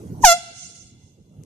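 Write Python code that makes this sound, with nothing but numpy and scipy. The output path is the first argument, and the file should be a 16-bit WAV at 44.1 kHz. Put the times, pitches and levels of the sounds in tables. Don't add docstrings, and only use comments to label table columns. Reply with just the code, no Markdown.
import sys
import numpy as np
from scipy import signal
from scipy.fft import rfft, irfft, next_fast_len
from scipy.io import wavfile
from scipy.ndimage import uniform_filter1d, map_coordinates

SR = 44100
rng = np.random.default_rng(int(sys.argv[2]) if len(sys.argv) > 2 else 0)


def pcm_store(signal):
    levels = np.round(np.clip(np.atleast_2d(signal), -1, 1) * 32767)
    wavfile.write(sys.argv[1], SR, levels.astype(np.int16).T)


def makeup_ratio(level_db):
    decades = np.asarray(level_db, float) / 20
    return 10 ** decades


N = 63945


def unit(x):
    return x / np.sqrt(np.mean(x ** 2) + 1e-20)


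def along(points, hz):
    f, v = np.transpose(points)
    return np.interp(np.log(hz + 1), np.log(f + 1), v)


def curves(rows):
    s, *cols = np.transpose(rows)
    return [np.interp(np.arange(N) / SR, s, c) for c in cols]


def wobble(rate):
    knots = rng.standard_normal(int(N * rate / SR) + 4)
    return map_coordinates(knots, [np.arange(N) * rate / SR])


def filtered(x, response):
    m = next_fast_len(N + SR // 2)
    return irfft(rfft(x, m) * response(np.fft.rfftfreq(m, 1 / SR)), m)[..., :N]


def causal(x, points):
    cepstrum = irfft(np.log(makeup_ratio(along(points, np.fft.rfftfreq(2048, 1 / SR)))))
    cepstrum[1:1024] *= 2
    cepstrum[1025:] = 0
    return signal.fftconvolve(x, irfft(np.exp(rfft(cepstrum))))[:N]


def sides(db):
    return makeup_ratio([[db / 2], [-db / 2]])


def lagged(x, s):
    return filtered(x, lambda f: np.exp(-1j * np.pi * f * s * np.array([[1], [-1]])))


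# frequency in Hz, correlation from 0 to 1.
LIKENESS = [(30, 0.6), (125, 0.98), (400, 1), (1500, 0.28), (5000, 0.12)]


def rush(spectrum, patchy_db):
    z = signal.stft(rng.standard_normal((2, N)), nperseg=512)[2]
    patches = rng.standard_normal(z.shape[1:])
    patches = uniform_filter1d(uniform_filter1d(patches, 3, 0), 8, 1)
    pair = signal.istft(z * makeup_ratio(patchy_db * unit(patches)), nperseg=512)[1][:, :N]

    def mid_side(hz):
        turn = np.arccos(np.clip(along(LIKENESS, hz), -1, 1)) / 2
        return makeup_ratio(along(spectrum, hz)) * [np.cos(turn), np.sin(turn)]

    mid, side = filtered(pair, mid_side)
    return unit(np.array([mid + side, mid - side]))


# frequency in Hz, level in dB.
ROAD_COLOUR = [(15, -58), (25, -27), (95, -0.5), (156, -3), (189, -5.5), (493, -19), (546, -22),
               (730, -28.5), (1500, -43), (1950, -85.5), (3300, -120)]
# time in seconds, gain in dB.
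ROAD_SWELL = [
    (0, -7.5),
    (.1, 1),
    (.2, 5),
    (.6, 1),
    (1.1, -1),
    (1.25, 4.5),
    (1.45, -4.5),
]


def traffic():
    level_db, deep_hz, pan_db, lag_s = -34, 300, -2.3, .0003
    road = lagged(rush(ROAD_COLOUR, patchy_db=4), lag_s)
    deep = filtered(road, lambda f: 1 / (1 + (f / deep_hz) ** 4))
    swell = makeup_ratio(curves(ROAD_SWELL)[0] + 0.57 * wobble(25))
    return (road - deep + deep * swell) * makeup_ratio(level_db) * sides(pan_db)


# frequency in Hz, level in dB.
AIR_COLOUR = [(880, -46), (1500, -13.5), (2040, -10), (2380, -10), (5300, -10), (6550, -3), (7210, -9),
              (13100, -9.5), (15000, -20)]


def air():
    return makeup_ratio(-59.5) * rush(AIR_COLOUR, patchy_db=4)


# time in seconds, flow level in dB.
GAS_FLOW = [
    (.2, -70),
    (.215, -50),
    (.228, -33),
    (.243, -26),
    (.254, -13),
    (.275, -15),
    (.3, -26),
    (.33, -30),
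    (.345, -50),
]
# frequency in Hz, level in dB.
GAS_COLOUR = [(500, -42.5), (2000, -12.5), (4000, -12.5), (6300, 0), (9000, -6), (14500, -13.5)]


def gas_jet(phase):
    t = np.arange(N) / SR
    flow = makeup_ratio(-6 + curves(GAS_FLOW)[0]) * (t > GAS_FLOW[0][0]) * (t < GAS_FLOW[-1][0])
    hiss = unit(filtered(rng.standard_normal(N), lambda f: makeup_ratio(along(GAS_COLOUR, f))))
    return hiss * flow * (1 + 0.47 * np.cos(phase))


# time in seconds, level in dB, overtone loss in dB per order.
SWING = [
    (.229, -47.5, 20.5),
    (.237, -15, 17),
    (.244, 3, 6.5),
    (.25, 4.5, -1),
    (.265, 4, -0.5),
    (.29, 7, 0.04),
    (.328, 6.5, 0.7),
    (.335, 2, 5),
    (.362, -11, 18.5),
]


def diaphragm(phase, hz):
    pulse_db_per_oct, ring_db_per_s = 4.5, 1523.5
    level_db, loss_db = curves(SWING)
    t = np.arange(N) / SR
    ring_db = ring_db_per_s * np.clip(t - SWING[-1][0], 0, 1)
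    level = makeup_ratio(level_db - ring_db) * (t > SWING[0][0])
    k = np.arange(1, 23)[:, None]
    order_db = -pulse_db_per_oct * np.log2(k) - np.clip(loss_db, -4, 40) * (k - 1) ** .7
    orders = makeup_ratio(order_db) * (k * hz < SR / 2)
    return level * np.sqrt(2) * (orders * np.cos(k * phase)).sum(0)


# time in seconds, frequency in Hz.
GLIDE = [
    (.229, 1060),
    (.24, 950),
    (.25, 812),
    (.255, 762),
    (.268, 721),
    (.285, 692),
    (.305, 681),
    (.327, 680),
    (.342, 700),
]
# frequency in Hz, gain in dB.
LEFT_COLOUR = [(700, 1), (1400, -2), (2700, -0.5), (4700, -4), (6700, -4), (8400, 0.5), (11000, 1.5),
               (14500, -8)]
RIGHT_COLOUR = [(700, -0.5), (1400, -3), (2100, -8), (3500, -4), (5000, 0.5), (6800, 2), (8900, -5),
                (14500, 4)]


def horn():
    jitter, left_leads_s = .001, .00011
    port_hz, port_width_hz, port_db = 6220, 1100, 7.5
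    hz, = curves(GLIDE)
    phase = 2 * np.pi * np.cumsum(hz * (1 + jitter * wobble(300))) / SR
    sound = diaphragm(phase, hz) + gas_jet(phase)

    def port_ring(f):
        damping = 1j * f * port_width_hz
        return 1 + makeup_ratio(port_db) * damping / (port_hz ** 2 - f * f + damping)

    left = causal(sound, LEFT_COLOUR)
    right = filtered(causal(sound, RIGHT_COLOUR), port_ring)
    return lagged(np.array([left, right]), -left_leads_s)


def smear(s, spread):
    t = np.arange(N) / SR
    patch = rng.standard_normal((2, N)) * np.exp(-np.abs(t - s) / spread)
    return patch / np.linalg.norm(patch[0])


# frequency in Hz, time to fall 60 dB in seconds.
TAIL_DECAY = [(700, 1), (1400, 1.), (3000, 1.8), (6000, 0.96), (12000, 0.55)]
# frequency in Hz, gain over the direct sound in dB.
NEAR_COLOUR = [(300, -45), (700, -0.5), (1400, 0.5), (2700, -1), (4000, 5.5), (6300, -1), (9000, 7.5),
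               (13000, -18)]
# delay in seconds, level in dB, spread in seconds.
LOW_BANK = (0.15, -40, .01)


def surroundings():
    tail_db, near_db, near_t60 = -24, -9.5, 0.17
    hz, t, z = signal.stft(rng.standard_normal((2, N)), SR, nperseg=256)
    decay = makeup_ratio(-60 * t / along(TAIL_DECAY, hz)[:, None])
    tail = signal.istft(z * decay, SR, nperseg=256)[1][:, :N]
    near = rng.standard_normal((2, N)) * makeup_ratio(-60 * np.arange(N) / SR / near_t60)
    diffuse = makeup_ratio(tail_db) * tail / np.linalg.norm(tail[0])
    diffuse = diffuse + makeup_ratio(near_db) * near / np.linalg.norm(near[0])
    s, db, spread = LOW_BANK
    diffuse = diffuse + makeup_ratio(db) * smear(s, spread)
    return filtered(diffuse, lambda f: makeup_ratio(along(NEAR_COLOUR, f)))


# delay in seconds, level in dB, spread in seconds, left over right in dB.
WALLS = [(.22, -42.5, 0.035, 9), (.31, -30.5, 0.028, 5.5), (0.333, -29.5, 0.016, 3), (.38, -28.5, .005, 6),
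         (.445, -34, 0.027, 4), (0.501, -35, 0.0076, 4.5), (0.573, -38, 0.019, 8),
         (0.641, -48.5, 0.029, 4.5), (0.751, -49.5, 0.049, 5), (.81, -51.5, 0.037, 1),
         (.95, -55, 0.12, 5.5)]
# frequency in Hz, gain in dB.
WALL_COLOUR = [(300, -79.5), (700, -35), (1400, -22.5), (3400, -8), (6300, 3), (9000, 0), (11000, -18),
               (14000, -52)]


def far_walls():
    walls = np.zeros((2, N))
    for s, db, spread, pan_db in WALLS:
        walls += makeup_ratio(db) * sides(pan_db) * smear(s, spread)
    return filtered(walls, lambda f: makeup_ratio(along(WALL_COLOUR, f)))


def field(x):
    paths = surroundings() + far_walls()
    return signal.fftconvolve(x, paths, axes=1)[:, :N]


# time in seconds, level in dB, time to fall 60 dB in seconds.
STALK = (1.436, -15, .004)


def grass_tick():
    s, db, t60 = STALK
    t = np.arange(N) / SR - s
    steepness = np.where(t < 0, 4, 1)
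    tick = rng.standard_normal(N) * makeup_ratio(db - 60 * np.abs(t) / t60 * steepness)
    return filtered(tick, lambda f: (f / (f + 3000)) ** 3 / (1 + (f / 9000) ** 4)) * sides(10)


def scene():
    blast = horn()
    return blast + field(blast) + (traffic() + grass_tick() + air())


def top_cut(x):
    return signal.sosfilt(signal.butter(12, 15450, fs=SR, output="sos"), x)


def record(dry):
    duck_s, duck_tau_s, duck_db = .242, .011, 18.5
    hold_s, recover_db_per_s = 1.039, 52.5
    ceiling, knee = .93, 14
    top_hz, edge_hz = 14700, 90
    t = np.clip(np.arange(N) / SR - duck_s, 0, None)
    gain_db = -duck_db * (1 - np.exp(-t / duck_tau_s))
    gain_db = gain_db + recover_db_per_s * np.clip(t - hold_s, 0, None)
    x = dry * makeup_ratio(np.minimum(gain_db, 0))
    x = x / (1 + np.abs(x / ceiling) ** knee) ** (1 / knee)
    x = filtered(x, lambda hz: 1 / (1 + np.exp(np.clip((hz - top_hz) / edge_hz, -30, 30))))
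    return top_cut(x)


dry = scene()
out = record(dry)
pcm_store(out)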